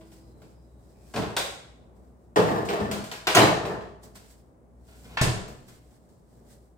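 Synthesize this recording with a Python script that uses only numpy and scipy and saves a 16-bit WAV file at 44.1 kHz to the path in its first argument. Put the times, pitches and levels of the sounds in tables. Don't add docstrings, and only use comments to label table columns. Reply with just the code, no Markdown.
import sys
import numpy as np
from scipy import signal
from scipy.fft import rfft, irfft, next_fast_len
from scipy.io import wavfile
from scipy.ndimage import map_coordinates

SR = 44100
rng = np.random.default_rng(int(sys.argv[2]) if len(sys.argv) > 2 else 0)


def ratio(d):
    e = np.asarray(d, float) / 20
    return 10 ** e


def inscribe(sig):
    pcm = np.round(np.clip(np.atleast_2d(sig).T, -1, 1) * 32767)
    wavfile.write(sys.argv[1], SR, pcm.astype(np.int16))


N = 298777

# pitch_hz, width_hz, level_db
CABINET = [(62.04, 16, -10), (103.2, 16, -2), (142, 38, -1.5), (195.4, 30, 1.5), (253, 47, -11)]
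# pitch_hz, width_hz, level_db
SHELF = [(322, 54, -0.5), (420.4, 30, 5.5), (485.7, 110, 0.5), (558, 95, 3), (623, 130, 1), (914, 98, -2),
         (976, 90, -3.5), (1197, 200, -5.5), (1377, 200, -12), (1805, 160, -10)]
# pitch_hz, level_db (per Hz)
CRACK = [(330, -31.5), (710, -7.5), (1200, -4), (2600, -8), (2880, -9), (3340, -10), (6000, -24),
         (7800, -44.5), (13200, -120)]
# pitch_hz, level_db (per Hz)
SIZZLE = [(2650, -31), (4500, -7.5), (5880, -11), (6690, -9.5), (6950, -7.5), (8700, -8), (9380, -12),
          (9840, -11), (10300, -14.5), (15100, -12), (16200, -22.5)]


def unit(x):
    power = np.mean(np.abs(x) ** 2, -1, keepdims=True)
    return x / np.sqrt(power + 1e-20)


def along(points, hz):
    f, v = np.transpose(points)
    return np.interp(np.log(hz + 1), np.log(f + 1), v)


def curves(rows):
    s, *cols = np.transpose(rows)
    return [np.interp(np.arange(N) / SR, s, c) for c in cols]


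def wobble(rate):
    knots = rng.standard_normal(int(N * rate / SR) + 4)
    return map_coordinates(knots, [np.arange(N) * rate / SR])


def filtered(x, response):
    m = next_fast_len(x.shape[-1] + 8192)
    spectrum = rfft(x, m) * response(np.fft.rfftfreq(m, 1 / SR))
    return irfft(spectrum, m)[..., :x.shape[-1]]


def body(peaks):
    lowest_hz = peaks[0][0] * 0.21

    def response(f):
        ring = 0
        for k, (hz, width, db) in enumerate(peaks):
            resonance = 1j * f * width / (hz * hz - f * f + 1j * f * width)
            ring = ring + (-1) ** k * ratio(db) * resonance
        return ring * (1j * f / (lowest_hz + 1j * f)) ** 2
    return response


def colour(spectrum):
    return lambda hz: ratio(along(spectrum, hz))


def spread(pair):
    # pitch_hz, likeness (1 = same)
    likeness = [(60, 0.91), (110, 1), (200, 0.028), (380, 1), (700, 0.14), (1290, -0.08), (2380, 0.019),
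                (4400, 0.02), (8120, 0.19), (15000, 0.27)]

    def mid_side(hz):
        angle = np.arccos(np.clip(along(likeness, hz), -1, 1)) / 2
        angle = angle * hz ** 2 / (hz ** 2 + 70 ** 2)
        return np.array([np.cos(angle), np.sin(angle)])
    mid, side = filtered(pair, mid_side)
    return np.array([mid + side, mid - side])


def kitchen(x, s, direct_db, off_axis=1):
    # pitch_hz, t60_s
    echo = [(60, 1), (160, 0.52), (420, 0.69), (1100, 0.63), (2900, 0.61), (7700, 0.58), (14000, 0.37)]
    # time_s, left_lag (samples)
    bearing = [(0, -3.5), (1.4, -1), (2.4, -18), (3.0, -16), (3.3, -5.5), (3.5, -6), (4.2, 11.5), (5.2, 7),
               (6.7, 4.5)]
    hz, t, z = signal.stft(rng.standard_normal((2, SR)), SR, nperseg=256)
    fading = ratio(-60 * t / along(echo, hz)[:, None])
    tail = signal.istft(z * fading, SR, nperseg=256)[1][:, :SR]
    tail = unit(spread(tail)) / np.sqrt(SR)
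    lag = off_axis * np.interp(s, *np.transpose(bearing)) * np.array([[.5], [-.5]])
    tail[:, :40] = ratio(direct_db) * np.sinc(np.arange(40) - 16 - lag)
    return signal.fftconvolve(x[None], tail, axes=1)


def add(out, sound, s):
    part = out[:, round(s * SR):][:, :sound.shape[1]]
    part += sound[:, :part.shape[1]]


def machine():
    # pitch_hz, level_db (per Hz)
    rumble = [(15, -54), (25, -31.5), (41, -16), (64, -3), (88, -12.5), (108, -11.5), (176, -8.5),
              (326, -14.5), (412, -15), (459, -16.5), (617, -17), (1240, -31), (4000, -59), (5200, -88.5),
              (8800, -120)]
    # pitch_hz, level_db
    tones = [(59.5, -0.5), (119, -7.5), (240, -16)]
    # time_s, level_db
    shade = [(0, 0), (1.1, 1), (2.1, 0), (4.0, 1.5), (4.6, -5.5), (5.1, 2), (5.9, -2.5), (6.2, -6),
             (6.45, 0), (6.77, -4)]
    hum_level_db, fan_level_db = -58, -57
    hum_shaded, fan_shaded = 1.2, 0.39
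    swing_s, swing_wide_s, swing_db = 4.95, 0.21, 4.5
    shut_s, muffle_db = 4.7, -1

    shade_db, = curves(shade)
    t = np.arange(N) / SR
    swing = np.exp(-((t - swing_s) / swing_wide_s) ** 2)
    hum_db = hum_level_db + hum_shaded * shade_db + swing_db * swing
    hum = np.zeros(N)
    for hz, db in tones:
        unsteady_db = 1.5 * np.sqrt(hz / 60) * wobble(9)
        hum += ratio(db + unsteady_db) * np.sin(2 * np.pi * hz * t + 0.97 * wobble(2.5))
    fan = unit(filtered(spread(rng.standard_normal((2, N))), colour(rumble)))
    fan_db = fan_level_db + fan_shaded * shade_db + muffle_db * (t > shut_s) + 1.0 + 1.2 * wobble(4.9)
    return ratio(hum_db + 3.0) * hum + ratio(fan_db) * fan


def bowl():
    # pitch_hz, level_db, t60_s
    tones = [(328, -53, 2.8), (640, -51.5, 0.19)]
    t = np.arange(N) / SR
    out = np.zeros(N)
    for hz, db, t60 in tones:
        level_db = db - 60 * t / t60 + 1.5 * wobble(12)
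        out += ratio(level_db) * np.sin(2 * np.pi * hz * t + 0.65 * wobble(15))
    return out


def rustle():
    # pitch_hz, level_db (per Hz)
    cloth = [(880, -39.5), (1500, 0), (2040, -2), (2320, -8.5), (4920, -2), (6690, -4), (7920, 1.5),
             (11400, -10.5), (15100, -8), (16000, -15)]
    # pitch_hz, level_db (per Hz)
    haze = [(1180, -29.5), (2000, -6.5), (2280, -9), (2440, -15), (5830, -12), (8550, -8.5), (13900, -20),
            (16000, -15.5)]
    # peak_s, level_db, swell_s, fade_s (swell and fade over 20 dB)
    strokes = [(0, -67.5, .1, .4), (.135, -59.5, .05, .08), (.17, -68.5, .03, 0.55), (.42, -71, .03, 0.47),
               (.9, -70.5, 0.35, 0.56), (1.12, -59.5, 0.171, 0.53), (1.97, -75.5, 0.04, .4),
               (2.249, -81.5, .5, 0.232), (4.036, -54.5, 0.018, 0.082), (4.157, -51.5, .012, 0.098),
               (4.314, -60, .2, 0.16), (4.9, -63.5, .12, 0.36), (4.97, -62, .1, 0.24),
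               (5.042, -64.5, .08, .6), (5.6, -69.5, .3, .3), (5.684, -55, 0.0248, 0.106),
               (5.75, -67.5, .05, 0.46), (5.916, -67.5, 0.16, .09), (6.094, -74.5, 0.31, 0.64),
               (6.316, -73, 0.141, .4), (6.527, -62, 0.13, 0.19)]
    haze_db = -82.5

    def hiss(spectrum):
        return filtered(spread(rng.standard_normal((2, N))), colour(spectrum))
    t = np.arange(N) / SR
    power = np.zeros(N)
    for s, db, swell, fade in strokes:
        power += ratio(2 * db - 40 * np.maximum((s - t) / swell, (t - s) / fade))
    grain = ratio(1.7 * wobble(25) + 1.1 * wobble(330))
    brushing = np.sqrt(power) * unit(grain * hiss(cloth))
    return brushing + ratio(haze_db + 1.0) * unit(hiss(haze))


def blow(t, rise, length):
    z = unit(rfft(rng.standard_normal(len(t)) * (1 - np.exp(-t / rise)) * np.exp(-t / length)))
    even = irfft(z / (.3 + np.abs(z)), len(t))
    return even * np.exp(-(t / (3 * length)) ** 2)


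def contacts():
    # start_s, crack_db, weight_db (knock and thump), hardness_db (sizzle), both over the crack
    touches = (3.3, -8.5, [(0.0094, -57.5, 4, -14), (0.1172, -59, 1, -4), (0.4174, -58, 6, -6),
               (4.0315, -61.5, 12, 1), (4.1538, -50, -4.5, -4), (5.4794, -51.5, 9, -2.5),
               (5.683, -53, -7, -8.5), (5.9088, -71.5, 10.5, -1.5), (6.0887, -75, 12, 5)])
    set_down = (2.4, -11, [(1.1379, -36.5, 3, -10), (1.1599, -29.5, 0, -12), (1.2198, -35, 1, -19)])
    clacks = (-10, -10.5, [(1.3649, -22.5, -9, -6.5), (3.1141, -32.5, -10.5, -9), (3.2695, -16.5, -7, -14),
              (3.3475, -13.5, -9.5, -9.5), (3.3678, -12, -5, -18), (3.3998, -24.5, 4, -19.5)])
    bumps = (-8.5, -11, [(2.359, -25, 12, -12), (2.37, -27, 5.5, -19), (2.6511, -43, 6, -4),
             (2.6869, -26.5, -0.5, -18.5), (2.7998, -39, 10.5, -13), (2.9123, -30, -3.5, -6.5),
             (3.0391, -42, -2, -4), (3.6506, -34, 4, -14), (3.8083, -47.5, 2, -17)])
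    seal = (1, -19, [(5.1703, -23, -18, -25), (5.2127, -21.5, -1.5, -4)])

    def edge(hz):
        return 1 / (1 + (hz / 11500) ** 12)

    def low_sizzle(hz):
        return colour(SIZZLE)(hz) * edge(hz)

    def top_sizzle(hz):
        return colour(SIZZLE)(hz) * (1 - edge(hz))
    paths = body(CABINET), body(SHELF), colour(CRACK), low_sizzle, top_sizzle
    out, t = np.zeros((2, N)), np.arange(SR // 4) / SR
    for thump_db, top_db, rows in (set_down, clacks, bumps, seal, touches):
        for s, db, weight_db, hard_db in rows:
            force = blow(t, rise=.0004, length=.013)
            parts = unit(np.array([filtered(force, path) for path in paths]))
            levels_db = [weight_db + thump_db - 3.0, weight_db - 0.5, -1.5, hard_db, hard_db + top_db]
            knock = (ratio(levels_db)[:, None] * parts).sum(0)
            add(out, kitchen(ratio(db - 13.5) * knock, s, direct_db=-4.0), s)
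    return out


def whistles():
    # start_s, end_s, pitch_hz, width_hz, level_db
    whines = [(.1, .35, 5000, 260, -79), (.45, .72, 5040, 260, -83), (.25, .5, 4100, 230, -83),
              (.6, 1.1, 3900, 170, -87), (.9, 1.1, 5100, 260, -84), (1.0, 1.13, 2450, 250, -82)]
    t = np.arange(N) / SR
    out = np.zeros((2, N))
    for start, end, hz, width, db in whines:
        swell = np.sqrt(np.clip((t - start + 0.076) * (end - t), 0, None)) * 2 / (end - start)
        noise = spread(rng.standard_normal((2, N)))
        tone = unit(filtered(noise, lambda f: np.exp(-((f - hz) / width) ** 2)))
        out += ratio(db) * swell * tone
    return out


def drawer():
    # start_s, knock_db, lasts_s, thump_db, scrape_db (both over knock)
    shoves = [(1.148, -27, .04, -3.5, -10.5), (1.215, -34, 0.023, -3, -18.5), (2.362, -21.5, .065, -3, -13),
              (2.458, -24, 0.13, -7.5, -12.5), (2.688, -27, 0.053, -10.5, -10), (2.774, -29, .09, -1, -14),
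              (2.9, -32, 0.058, -2.5, -7.5), (3.113, -48, 0.017, -8.5, 4.5), (3.337, -26, .015, 1.5, 0),
              (3.356, -11.5, 0.059, -9, -10.5), (3.627, -29, .08, -5, -22), (3.809, -41.5, 0.023, -9, -23),
              (4.875, -60.5, .08, 1.5, 4.5), (5.032, -53, 0.12, 2.5, 4), (5.211, -28.5, .015, 5.5, -1),
              (5.253, -29, 0.017, -4.5, -12)]
    grip_s, settle_db_per_s = .007, 170.5
    scrape_settles, sizzle_db = 1.5, -7
    ticks_per_s, tick_db, tick_scatter_db = 260, 17, 7

    paths = body(SHELF), body(CABINET), colour(CRACK), colour(SIZZLE)
    out, t = np.zeros((2, N)), np.arange(SR // 2) / SR
    for s, db, lasts, thump_db, scrape_db in shoves:
        speeds = [1, 1, scrape_settles, scrape_settles]
        fall_db = -settle_db_per_s * np.outer(speeds, np.maximum(0, t - lasts))
        over_db = np.array([[0], [thump_db], [scrape_db - 4.5], [scrape_db - 5.5 + sizzle_db]])
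        levels_db = db - 6.5 + fall_db + over_db
        slips = rng.standard_normal(len(t)) * ratio(4.5 * wobble(60)[:len(t)])
        taps = rng.random(len(t)) < ticks_per_s / SR
        slips += taps * ratio(tick_db + tick_scatter_db * rng.uniform(-0.038, 1, len(t)))
        parts = unit(np.array([filtered(slips, path) for path in paths]))
        grip = 1 - np.exp(-t / grip_s)
        add(out, kitchen(grip * (ratio(levels_db) * parts).sum(0), s, direct_db=0.5), s)
    return out


def clinks():
    # (pitch_hz, level_db, t60_s)
    tub = ([1.366], -30, -6, 2, 0.0014, [(544, 3, 0.05), (794, -4, 0.1), (1097, -11, .08), (5100, -6, .02),
           (8200, -3, .03), (3480, 8, 0.014), (3650, 9, 0.016), (3800, 9, 0.016), (3950, 6.5, 0.014)])
    crisper = ([2.362, 2.48, 2.689], -23.5, -2, 1.6, .006, [(190, 0, .12), (345, -2.5, .1), (412, 0, .14),
               (467, -1, 0.11)])
    runner = ([2.805, 2.895], -22, 2.5, .8, 0.017, [(207, 3.5, 0.2), (142, -8, .12), (330, -7, 0.11),
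              (80, -6, .15)])
    jar = ([3.349], -18.5, 6, .4, .002, [(6440, 3, 0.062), (9600, -4.5, .06), (10400, -7, .03)])
    drawer_bin = ([3.356, 3.39], -17, 0, 1.5, .006, [(140, -3, .1), (205, -3, .12), (412, 0, .12),
                  (540, -4, .08), (705, 1, .12), (890, -4, .08), (1150, -8, .07)])
    bottle = ([3.412], -26.5, 2.6, 1.3, .003, [(4030, 2, .14), (3900, 0, 0.12), (4283, -4.5, .08)])
    lid = ([5.171], -26, -5, 2.5, .001, [(1763, 2, 0.07), (2590, -1, 0.04), (1050, -1, 0.04),
           (800, -8, .05), (1400, -2, .03), (2150, -2, .03)])
    door = ([5.2125, 5.272], -10.5, 8, .3, 0.004, [(35, -9, 0.1), (60, -11, 0.1), (89.2, -4, 0.11),
            (123.4, 1, 0.09), (165.4, -5, 0.07), (530, -10, 0.037)])
    out, t = np.zeros((2, N)), np.arange(SR // 3) / SR
    for times, db, direct_db, rough, rise, modes in (tub, crisper, runner, jar, drawer_bin, bottle, lid, door):
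        for k, s in enumerate(times):
            ring = np.zeros(len(t))
            for hz, level, t60 in modes:
                shake = rough * wobble(hz / 30)[:len(t)] * np.minimum(1, t * hz / 4)
                ring += ratio(db + level - 60 * t / t60) * np.sin(2 * np.pi * hz * t + shake)
            ring *= 1 - np.exp(-t / rise)
            weaker_db = -4 * k
            add(out, kitchen(ring, s, direct_db, off_axis=0.12) * ratio(weaker_db - direct_db), s)
    return out


def scene():
    return machine() + bowl() + rustle() + contacts() + whistles() + drawer() + clinks()


def roll_off(x):
    return signal.sosfilt(signal.butter(12, 16800, fs=SR, output="sos"), x)


def record(dry):
    # pitch_hz, level_db
    capsule = [(10000, 0.5), (13500, 2), (16000, 1.5)]
    # pitch_hz, left_minus_right_db
    tilt = [(60, 2.5), (150, -1), (380, 1), (950, 1), (2380, 1.5), (5980, -2), (15000, -3)]

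    def port_response(hz):
        tilt_db = along(tilt, hz) * np.minimum(1, hz / 90)
        return ratio(along(capsule, hz) + np.outer([.5, -.5], tilt_db))
    ports = filtered(dry, port_response)
    ports = ports / (1 + np.abs(ports / .97) ** 8) ** (1 / 8)
    ports = filtered(ports, lambda hz: 1 / (1 + (hz / 16350) ** 120))
    return roll_off(ports)


dry = scene()
out = record(dry)
inscribe(out)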